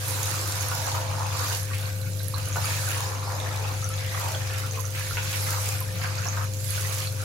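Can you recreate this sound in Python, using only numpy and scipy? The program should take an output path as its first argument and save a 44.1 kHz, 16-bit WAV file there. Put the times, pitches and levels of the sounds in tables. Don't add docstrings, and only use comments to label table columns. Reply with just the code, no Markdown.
import sys
import numpy as np
from scipy import signal
from scipy.io import wavfile

SR = 44100
rng = np.random.default_rng(int(sys.argv[2]) if len(sys.argv) > 2 else 0)


def digitize_waveform(pressure):
    field = np.atleast_2d(pressure).T
    bounded = np.clip(field, -1, 1)
    quanta = np.round(bounded * 32767).astype(np.int16)
    wavfile.write(sys.argv[1], SR, quanta)


N = 319284

# (frequency [Hz], level per Hz [dB])
SPRAY_COLOUR = [(1500, -5), (3250, -4.5), (3900, 2), (5400, 2), (7050, 3.5), (7600, -1), (10050, -1.5),
                (10600, 1.5), (12600, -2), (13900, -6.5), (15800, -8.5)]
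# (from [s], to [s], level [dB], pitch of the patch [Hz])
DRUM_ROLLS = [(0.155, 0.723, -38, 1230), (0.715, 1.243, -38, 940), (1.46, 1.492, -35, 1190),
              (2.7, 3.13, -37.5, 960), (3.312, 3.684, -37, 890), (4.275, 4.302, -39, 710),
              (4.61, 4.66, -42, 1190), (5.25, 5.288, -44.5, 1360), (5.475, 5.615, -40, 1250),
              (6.03, 6.1, -43, 1150), (6.365, 6.38, -51, 1090), (6.884, 6.918, -45.5, 1230)]
HISS_DB = -39


def from_db(db):
    return 10 ** (np.asarray(db) / 20)


def rms_one(x):
    return x / np.sqrt(np.mean(x ** 2) + 1e-20)


def in_time(rows):
    s, *columns = np.transpose(rows)
    return [np.interp(np.arange(N) / SR, s, c) for c in columns]


def at_hz(points, hz):
    table_hz, values = np.array(points).T
    return np.interp(np.log(hz), np.log(table_hz), values)


def pan(db):
    return from_db(np.array([[.5], [-.5]]) * db)


def butter(x, hz, kind, order=2):
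    sos = signal.butter(order, np.clip(hz, 10, .48 * SR), kind, fs=SR, output="sos")
    return signal.sosfilt(sos, x + 1e-18)


def drift(rate):
    step = 40
    r = np.exp(-2 * np.pi * rate * step / SR)
    slow = signal.lfilter([1], [1, -2 * r, r * r], rng.standard_normal(N // step + 2002))
    slow = rms_one(slow[2000:])
    return np.interp(np.arange(N) / step, np.arange(len(slow)), slow)


def swell(start, end, rise_s, fall_s):
    t = np.arange(N) / SR
    ramp = np.clip(np.minimum(1 + (t - start) / rise_s, 1 - (t - end) / fall_s), 0, 1)
    return np.sin(np.pi / 2 * ramp) ** 2


def level_of(swells, resting_db):
    power = sum((from_db(db) * shape) ** 2 for db, shape in swells)
    return 10 * np.log10(from_db(resting_db) ** 2 + power)


def ring(s, hz, t60, rise=0):
    out, start = np.zeros(N), int(s * SR)
    t = np.arange(min(int(2 * t60 * SR), N - start)) / SR
    tone = np.sin(2 * np.pi * hz * t * (1 + .5 * rise * t / t60))
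    out[start:start + len(t)] = tone * from_db(-60 * t / t60)
    return out


def chirp(hz, cycles):
    t = np.arange(int(.004 * SR)) / SR - .0013
    turns = hz * t
    return np.exp(-(2 * turns / cycles) ** 2) * np.sin(2 * np.pi * turns * (1 + .003 * turns))


def drops(per_s, spread_db):
    at = np.flatnonzero(rng.random(N) < per_s / SR)
    sizes = from_db(spread_db * np.minimum(rng.exponential(1, N), 5))
    angle = rng.uniform(0, 2 * np.pi, N)[at]
    out = np.zeros((2, N))
    out[:, at] = sizes[at] * np.array([np.cos(angle), np.sin(angle)])
    return rms_one(out)


def bands(spectrum, excite, count):
    # (frequency [Hz], correlation, limited to -1..1 below [-])
    likeness = [(60, 15), (160, 0.5), (350, 3), (700, 0.1), (1200, 0.5), (1800, -0.3), (3000, 0.08),
                (15000, 0)]
    # (frequency [Hz], left over right [dB])
    balance = [(100, 10), (180, 8), (280, 0), (700, -1), (1400, -5.5), (2800, -0.5), (5000, 2.5), (9000, 1),
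               (15000, -3.5)]
    edges = np.geomspace(spectrum[0][0], spectrum[-1][0], count + 1)
    centres = np.sqrt(edges[1:] * edges[:-1])
    gains = from_db(at_hz(spectrum, centres)) * np.sqrt(np.diff(edges))
    gains /= np.linalg.norm(gains)
    for low, high, hz, gain in zip(edges, edges[1:], centres, gains):
        mid, side = butter(excite(), [low, high], "band")
        alike = np.clip(at_hz(likeness, hz), -1, 1)
        both = np.sqrt(1 + alike) * mid + np.sqrt(1 - alike) * side * [[1], [-1]]
        yield hz, gain * rms_one(both) * pan(at_hz(balance, hz))


def bathroom(x, wet_db, wall_hz=7000):
    room_t60_s = 0.19
    t = np.arange(SR // 2) / SR
    late = t > .003
    tail = rng.standard_normal((2, len(t))) * from_db(-60 * t / room_t60_s) * late
    tail = butter(tail / np.linalg.norm(tail[0]), wall_hz, "low", order=1)
    return x + from_db(wet_db) * signal.fftconvolve(x, tail, axes=1)[:, :N]


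def around_jet(x, wet_db, count=3):
    shares = np.array([drift(2.43) for k in range(count)])
    shares /= np.linalg.norm(shares, axis=0)
    return x + sum(share * (bathroom(x, wet_db) - x) for share in shares)


def fan():
    # (frequency [Hz], rms level before waver and pan [dB], left over right [dB], waver [dB])
    motor_tones = [(99.7, -31, 4, 1), (174, -63, 4, 7.5), (321.4, -66, -7.5, 2), (458.4, -72, 1, 10),
                   (521.5, -48.5, -10, 0.9), (635, -68, -19, 3.5)]
    # (frequency [Hz], width [Hz], rms level before pan [dB])
    room_modes = [(88.2, 6.8, -44), (121.9, 12.7, -44.5), (146.4, 6.5, -49.5)]
    # (frequency [Hz], level per Hz [dB])
    air_colour = [(60, 6.5), (150, 11.5), (240, -10), (330, 2), (450, 2), (800, -2), (2000, -69)]
    t = np.arange(N) / SR
    hum = 0
    for hz, db, side_db, waver_db in motor_tones:
        tone = np.sqrt(2) * np.sin(2 * np.pi * (hz * t + rng.random()))
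        hum = hum + tone * from_db(db + waver_db * drift(1.97)) * pan(side_db)
    boom = 0
    for hz, width, db in room_modes:
        mode = butter(rng.standard_normal(N), [hz - width / 2, hz + width / 2], "band")
        boom = boom + from_db(db) * rms_one(mode)
    air = sum(band for hz, band in bands(air_colour, lambda: rng.standard_normal((2, N)), count=10))
    return hum + boom * pan(2.6) + from_db(-47.5) * air


def handling():
    # (from [s], to [s], level [dB])
    grip_shifts = [(2.4, 2.65, -52), (3.65, 3.9, -51), (5.05, 5.25, -48), (6.5, 6.8, -54)]
    fade_s, holding_db = 0.11, -57.5
    grips = [(db, swell(start, end, fade_s, fade_s)) for start, end, db in grip_shifts]
    rumble = rng.standard_normal(N) + 0.43 * rng.standard_normal((2, N))
    rumble = rms_one(butter(rumble, [36, 72], "band"))
    return from_db(level_of(grips, holding_db)) * rumble * pan(3.9)


def thrum(hiss_db):
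    resting_db, loss_per_hiss_db = -54, 2.7
    left, right = butter(drops(per_s=500, spread_db=3.0), (172, 310), "band", order=3)
    dull = rms_one(left + .5 * right * [[1], [-1]])
    return dull * from_db(resting_db - loss_per_hiss_db * np.maximum(hiss_db - HISS_DB, 0))


def knocks(thump_t60=0.005, wall_db=-11, lowest_hz=450):
    # (time [s], peak level before pan and room [dB], pitch of the contact [Hz])
    blows = [(0.7162, -22, 1040), (2.5583, -21, 940), (2.57, -19.5, 900), (5.1712, -16.5, 2680),
             (5.329, -24.5, 2760)]
    # (frequency [Hz], relative level [dB], decay by 60 dB [s])
    wall_modes = [(460, -19, 0.026), (636, -17, 0.013), (930, -2.5, 0.024), (1470, 1, 0.019),
                  (2290, -30, 0.036), (2870, -6.5, 0.028)]
    out = 0
    for s, db, contact_hz in blows:
        wall = sum(rng.choice([-1, 1]) * from_db(mode_db) * ring(s, hz, t60)
                   for hz, mode_db, t60 in wall_modes)
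        blow = ring(s, contact_hz, thump_t60) + from_db(wall_db) * wall
        blow = butter(blow, 2 * contact_hz, "low")
        blow = butter(blow, lowest_hz, "high")
        out = out + from_db(db) * blow / np.abs(blow).max()
    return bathroom(out * pan(-2.2), wet_db=4.0)


def plops(rise=0.02, splat=0.32, splat_t60=0.034):
    # (time [s], relative level [dB], pitch [Hz], decay by 60 dB [s])
    drips = [(1.711, -25.5, 1144, 0.048), (1.9, -33, 1570, 0.034), (2.067, -37, 1443, 0.15),
             (2.203, -28, 1570, 0.031), (2.338, -21.5, 1086, 0.038), (2.363, -35, 1040, 0.05),
             (3.004, -26, 866, 0.042), (3.902, -29.5, 1313, 0.087), (4.773, -24.5, 1067, 0.061),
             (4.788, -28, 1025, 0.05), (4.843, -29.5, 1350, 0.032), (5.109, -21, 1386, 0.04),
             (5.81, -30, 1030, 0.094)]
    out, t = np.zeros(N), np.arange(N) / SR
    for s, db, hz, t60 in drips:
        decay = (t > s) * from_db(-60 * np.clip((t - s) / splat_t60, 0, 5))
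        spatter = rng.standard_normal(N) * np.sqrt(SR / hz) * decay
        drip = butter(ring(s, hz, t60, rise) + splat * spatter, [.8 * hz, 1.3 * hz], "band")
        out = out + from_db(db - 5.5) * drip
    return bathroom(out * pan(-2.8), wet_db=-2.5)


def slaps():
    # (time [s], rms level at the start before pan and room [dB], pitch [Hz])
    gouts = [(0.869, -29.5, 930), (0.942, -29.5, 1010), (1.203, -30, 940), (1.424, -37, 1390),
             (1.733, -34.5, 2370), (3.3, -36, 1440), (4.53, -36, 2200), (4.948, -35.5, 2350),
             (5.176, -38, 2600), (5.332, -30.5, 2570), (5.466, -33.5, 1660), (5.518, -38, 1540),
             (6.015, -35, 2150), (6.036, -30, 1410), (6.255, -33.5, 945), (6.328, -35.5, 1250),
             (6.372, -31, 1120), (6.409, -39, 1140)]
    t60_s, octaves = 0.18, 0.8
    half = 2 ** (octaves / 2)
    out, t = np.zeros((2, N + SR)), np.arange(SR // 4) / SR
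    droplets = drops(per_s=2800, spread_db=1.0)
    for s, db, hz in gouts:
        start = int(s * SR)
        run = np.roll(droplets, -start, axis=1)[:, :len(t)]
        run = rms_one(butter(run, [hz / half, hz * half], "band"))
        out[:, start:start + len(t)] += from_db(db - 60 * t / t60_s) * run
    return bathroom(out[:, :N] * pan(-1.0), wet_db=-2)


def swishes(width_octaves=0.11):
    # (from [s], to [s], level [dB], first pitch [Hz], last pitch [Hz])
    film_crossings = [(3.96, 4.006, -46, 4870, 4900), (6.03, 6.332, -46.5, 4400, 6100)]
    fade_s = 0.035
    glide, strength = [], 0
    for start, end, db, first_hz, last_hz in film_crossings:
        glide += [(start, first_hz), (end, last_hz)]
        strength = strength + from_db(db) * swell(start, end, fade_s, fade_s)
    centre, = in_time(glide)
    out = 0
    for hz, band in bands(SPRAY_COLOUR[1:6], lambda: drops(per_s=1700, spread_db=6.5), count=10):
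        nearness = np.exp(-.5 * (np.log2(hz / centre) / width_octaves) ** 2)
        out = out + band / band.std() * nearness
    return rms_one(out) * strength


def pockets():
    # (from [s], to [s], level [dB], first pitch [Hz], last pitch [Hz], width [Hz])
    air_pockets = [(0.75, 1.278, -42, 905, 865, 85), (1.798, 2.078, -51.5, 1540, 1510, 130),
                   (3.537, 3.74, -46.5, 905, 735, 80), (4.017, 4.167, -41, 2110, 1900, 600),
                   (4.158, 4.283, -37.5, 1310, 900, 480), (4.44, 4.65, -47, 1550, 1310, 450),
                   (5.507, 5.597, -40.5, 1450, 1050, 380), (6.06, 6.355, -48, 2320, 2250, 550),
                   (6.192, 6.225, -39.5, 1520, 1580, 300)]
    fade_s = 0.05
    out, t = np.zeros((2, N)), np.arange(N) / SR
    pelting = drops(per_s=1600, spread_db=2.0)
    for start, end, db, first_hz, last_hz, width_hz in air_pockets:
        shape = swell(start, end, fade_s, fade_s)
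        on = shape > 0
        pitch = np.interp(t[on], [start, end], [first_hz, last_hz])
        turn = np.exp(2j * np.pi * np.cumsum(pitch) / SR)
        rung = butter(pelting[:, on] / turn, width_hz / 2, "low") * turn
        out[:, on] += from_db(db) * shape[on] * rms_one(rung.real)
    return out * pan(-2.5)


def gurgles(splash_db, per_s=45, gain_db=0.5, spread_db=5.5, lowest_hz=1200, octaves=2.5, cycles=45, rise=0.2):
    gap, size, pitch, side = rng.random((700, 4)).T
    times = np.cumsum(-np.log(gap)) / per_s
    out = np.zeros((2, N + SR))
    for s, big, high, right in zip(times, size, pitch, side):
        start, hz = int(s * SR), lowest_hz * 2 ** (octaves * high)
        if start < N:
            age = np.arange(int(cycles / hz * SR)) * hz / (cycles * SR)
            bubble = np.sin(2 * np.pi * cycles * age * (1 + .5 * rise * age)) * from_db(-60 * age)
            db = splash_db[start] + gain_db - spread_db * np.log(big + 0.12)
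            out[:, start:start + len(age)] += from_db(db) * pan(4 - 12 * right) * bubble
    return bathroom(out[:, :N], wet_db=5.0)


def ticks(spray_db, cycles=8.7, per_s=45, small_db=-1.0, spread_db=2.0, snap=0.47, snap_hz=11200, snap_cycles=2.4):
    # (time [s], relative level [dB], pitch [Hz], relative left over right [dB])
    loud_drops = [(0.0817, -19, 12400, -10), (0.1072, -19, 10800, -8), (0.2314, -17.5, 6570, -4.0),
                  (0.6085, -18.5, 6750, -6), (0.6843, -19, 11000, -8), (1.6307, -22, 10800, -4),
                  (1.8567, -26.5, 4280, 0), (2.1954, -30.5, 4000, -9), (2.2318, -25, 11600, -10),
                  (2.2822, -21, 11300, -14), (2.3431, -23.5, 4180, -8.5), (2.4853, -23.5, 10700, -11),
                  (2.5272, -21.5, 6540, -2), (2.6435, -20.5, 4700, -1), (2.9088, -23, 10800, -4),
                  (3.0555, -26.5, 4980, -3), (3.4007, -26, 3620, -3), (3.8427, -17.5, 6100, 11),
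                  (3.8896, -19.5, 10700, -3), (3.9389, -22, 6640, 5), (4.348, -22.5, 3300, 2),
                  (4.7102, -21.5, 6330, -2), (4.803, -26.5, 6300, -10), (4.808, -23, 11400, -13),
                  (4.853, -26, 6330, -13), (5.5278, -20, 7100, -3.5), (5.8042, -19, 12300, -10),
                  (6.1809, -24.5, 4800, 2), (6.2682, -22, 5640, -8.0), (6.2851, -18, 6400, -7),
                  (6.536, -25, 7000, -6), (6.6787, -23, 10700, -9), (6.7052, -17.5, 10600, -14),
                  (7.0718, -23, 4200, -1)]
    loud_gain_db, loud_side_db = -3, -4.5
    pitches = np.array(loud_drops)[:, 2]
    gap, size, pitch, side = rng.random((1000, 4)).T
    times = np.cumsum(-np.log(gap)) / per_s
    local_db = np.interp(times * SR, np.arange(N), np.minimum(spray_db, HISS_DB + 2))
    peak_db = local_db + small_db - spread_db * np.log(size + .02)
    small = np.c_[times, peak_db, np.quantile(pitches, pitch), 24 * side - 15][times < N / SR]
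    loud = [(s, db + loud_gain_db, hz, side_db + loud_side_db) for s, db, hz, side_db in loud_drops]
    out = np.zeros((2, N + SR))
    for s, db, hz, side_db in np.vstack([loud, small]):
        start = int(s * SR)
        burst = chirp(hz, cycles) + snap * hz / pitches.max() * chirp(snap_hz, snap_cycles)
        out[:, start:start + len(burst)] += from_db(db) * pan(side_db) * burst
    return bathroom(out[:, :N], wet_db=-1.5)


def splashing(level_db, flutter_db=2.5):
    # (frequency [Hz], level per Hz [dB])
    splash_colour = [(700, -42), (1200, 0), (1600, 2.5), (1950, 0), (2400, 5), (3100, -1), (4500, -6.5),
                     (7000, -5)]
    pops = bands(splash_colour, lambda: drops(per_s=1000, spread_db=3.0), count=14)
    out = sum(band * from_db(flutter_db * drift(18.4)) for hz, band in pops)
    return rms_one(around_jet(out, wet_db=-7.0)) * from_db(level_db + 1.5)


def patch_pitch():
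    return in_time([(s, hz) for start, end, db, hz in DRUM_ROLLS for s in (start, end)])[0]


def drumming(level_db, focus_db=5.0, focus_octaves=0.41, flutter_db=2.5):
    # (frequency [Hz], level per Hz [dB])
    drum_colour = [(250, -5), (360, -2), (600, 2), (900, 2.5), (1350, -2), (1800, -4), (2800, -23)]
    pitch = patch_pitch()
    out, power = 0, 0
    for hz, band in bands(drum_colour, lambda: drops(per_s=700, spread_db=3.0), count=12):
        favour = from_db(focus_db * np.exp(-.5 * (np.log2(hz / pitch) / focus_octaves) ** 2))
        out = out + band * favour * from_db(flutter_db * drift(4.7))
        power = power + band.var() * favour ** 2
    even = out / np.sqrt(power)
    return rms_one(around_jet(even, wet_db=-5)) * from_db(level_db - 0.36)


def spray(level_db, flutter_db=1.98, crack=1.11, mist=0.68, top_hz=7600):
    # (time [s], left over right [dB])
    landing_side = [(0.0, -5.5), (1.31, -2.5), (1.59, -6), (1.93, -2), (2.26, -13), (2.28, -9), (2.4, -6),
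                    (3.41, -0.5), (4.66, -2.5), (4.76, -2), (4.8, -8), (5.08, -6), (5.79, -2), (6.73, -6.5),
                    (7.24, -3.5)]
    # (time [s], level [dB])
    top_share = [(0.0, -1.5), (0.95, -3.5), (1.45, -3.5), (1.75, -2), (2.0, -1.5), (2.25, -2), (2.55, -2.5),
                 (2.9, -2), (3.25, -3.5), (3.55, -2), (4.25, -3), (4.8, -2), (5.05, -3), (5.85, -1),
                 (6.1, -3.5), (6.35, -3.5), (6.65, -1.5), (7.24, -2)]
    impacts = drops(per_s=2200, spread_db=11.0)

    def fizz():
        return crack * impacts + drops(per_s=1200, spread_db=3.0) + mist * rng.standard_normal((2, N))

    side_db, = in_time(landing_side)
    top_db, = in_time(top_share)
    top = np.clip(from_db(top_db) ** 2, .02, .9)
    bright = np.sqrt(top / top.mean())
    dull = np.sqrt((1 - top) / (1 - top.mean()))
    out = 0
    for hz, band in bands(SPRAY_COLOUR, fizz, count=32):
        share = bright if hz > top_hz else dull
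        out = out + band * share * from_db(flutter_db * drift(12.0))
    return rms_one(bathroom(out, wet_db=-10.0)) * from_db(level_db - 0.7) * pan(side_db)


def fur_loss():
    # (from [s], to [s], loss [dB])
    on_fur = [(1.616, 1.76, 3.5), (1.937, 2.04, 7.5), (2.108, 2.34, 9.5), (3.16, 3.22, 2.5),
              (3.87, 3.92, 2), (4.686, 4.717, 3), (4.823, 4.922, 5), (5.865, 5.916, 4), (6.503, 6.653, 9.5),
              (7.112, 7.145, 5.5)]
    enter_s, leave_s = 0.067, 0.057
    return sum(loss_db * swell(start, end, enter_s, leave_s) for start, end, loss_db in on_fur)


def hiss_level(fur_db):
    # (from [s], to [s], level [dB], time to move off [s])
    floor_sweeps = [(0.127, 0.303, -31.5, 0.45), (0.547, 0.932, -34.5, 0.17), (1.448, 1.518, -32.5, 0.2),
                    (2.698, 2.833, -32, 0.41), (3.443, 3.503, -49, 0.99), (4.24, 4.24, -37, 0.29),
                    (5.07, 5.088, -37.5, 0.26), (5.344, 5.687, -32.5, 0.22), (6.72, 6.98, -34, 0.18)]
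    rise_s = 0.23
    sweeps = [(db, swell(start, end, rise_s, fall_s)) for start, end, db, fall_s in floor_sweeps]
    return level_of(sweeps, HISS_DB - 0.25 * fur_db)


def drum_level(fur_db):
    resting_db, rise_s, fall_s = -46, 0.25, 0.21
    rolls = [(db, swell(start, end, rise_s, fall_s)) for start, end, db, hz in DRUM_ROLLS]
    return level_of(rolls, resting_db) - fur_db


def splash_level(fur_db):
    # (time [s], added level [dB])
    sloshes = [(1.53, 2), (1.75, 0), (2.72, 7), (2.93, 4.5), (3.32, -6), (3.52, 2), (4.05, -0.5), (4.22, 3),
               (4.53, 2), (4.98, 2), (5.27, 5), (5.7, 2.5), (6.05, 0.5), (6.33, -2.5), (6.8, 4), (7.0, 4)]
    resting_db, rise_s, fall_s = -43, 0.15, 0.13
    return resting_db - fur_db + sum(db * swell(s, s, rise_s, fall_s) for s, db in sloshes)


def scene():
    fur_db = fur_loss()
    hiss_db = hiss_level(fur_db)
    splash_db = splash_level(fur_db)
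    background = fan() + handling()
    details = thrum(hiss_db) + knocks() + plops() + slaps() + swishes() + pockets()
    bubbles = gurgles(splash_db) + ticks(hiss_db)
    jet = splashing(splash_db) + drumming(drum_level(fur_db)) + spray(hiss_db)
    return background + details + bubbles + jet


def record(dry):
    cutoff_hz = 15800
    return signal.sosfilt(signal.ellip(12, .2, 80, cutoff_hz, fs=SR, output="sos"), dry)


dry = scene()
out = record(dry)
digitize_waveform(out)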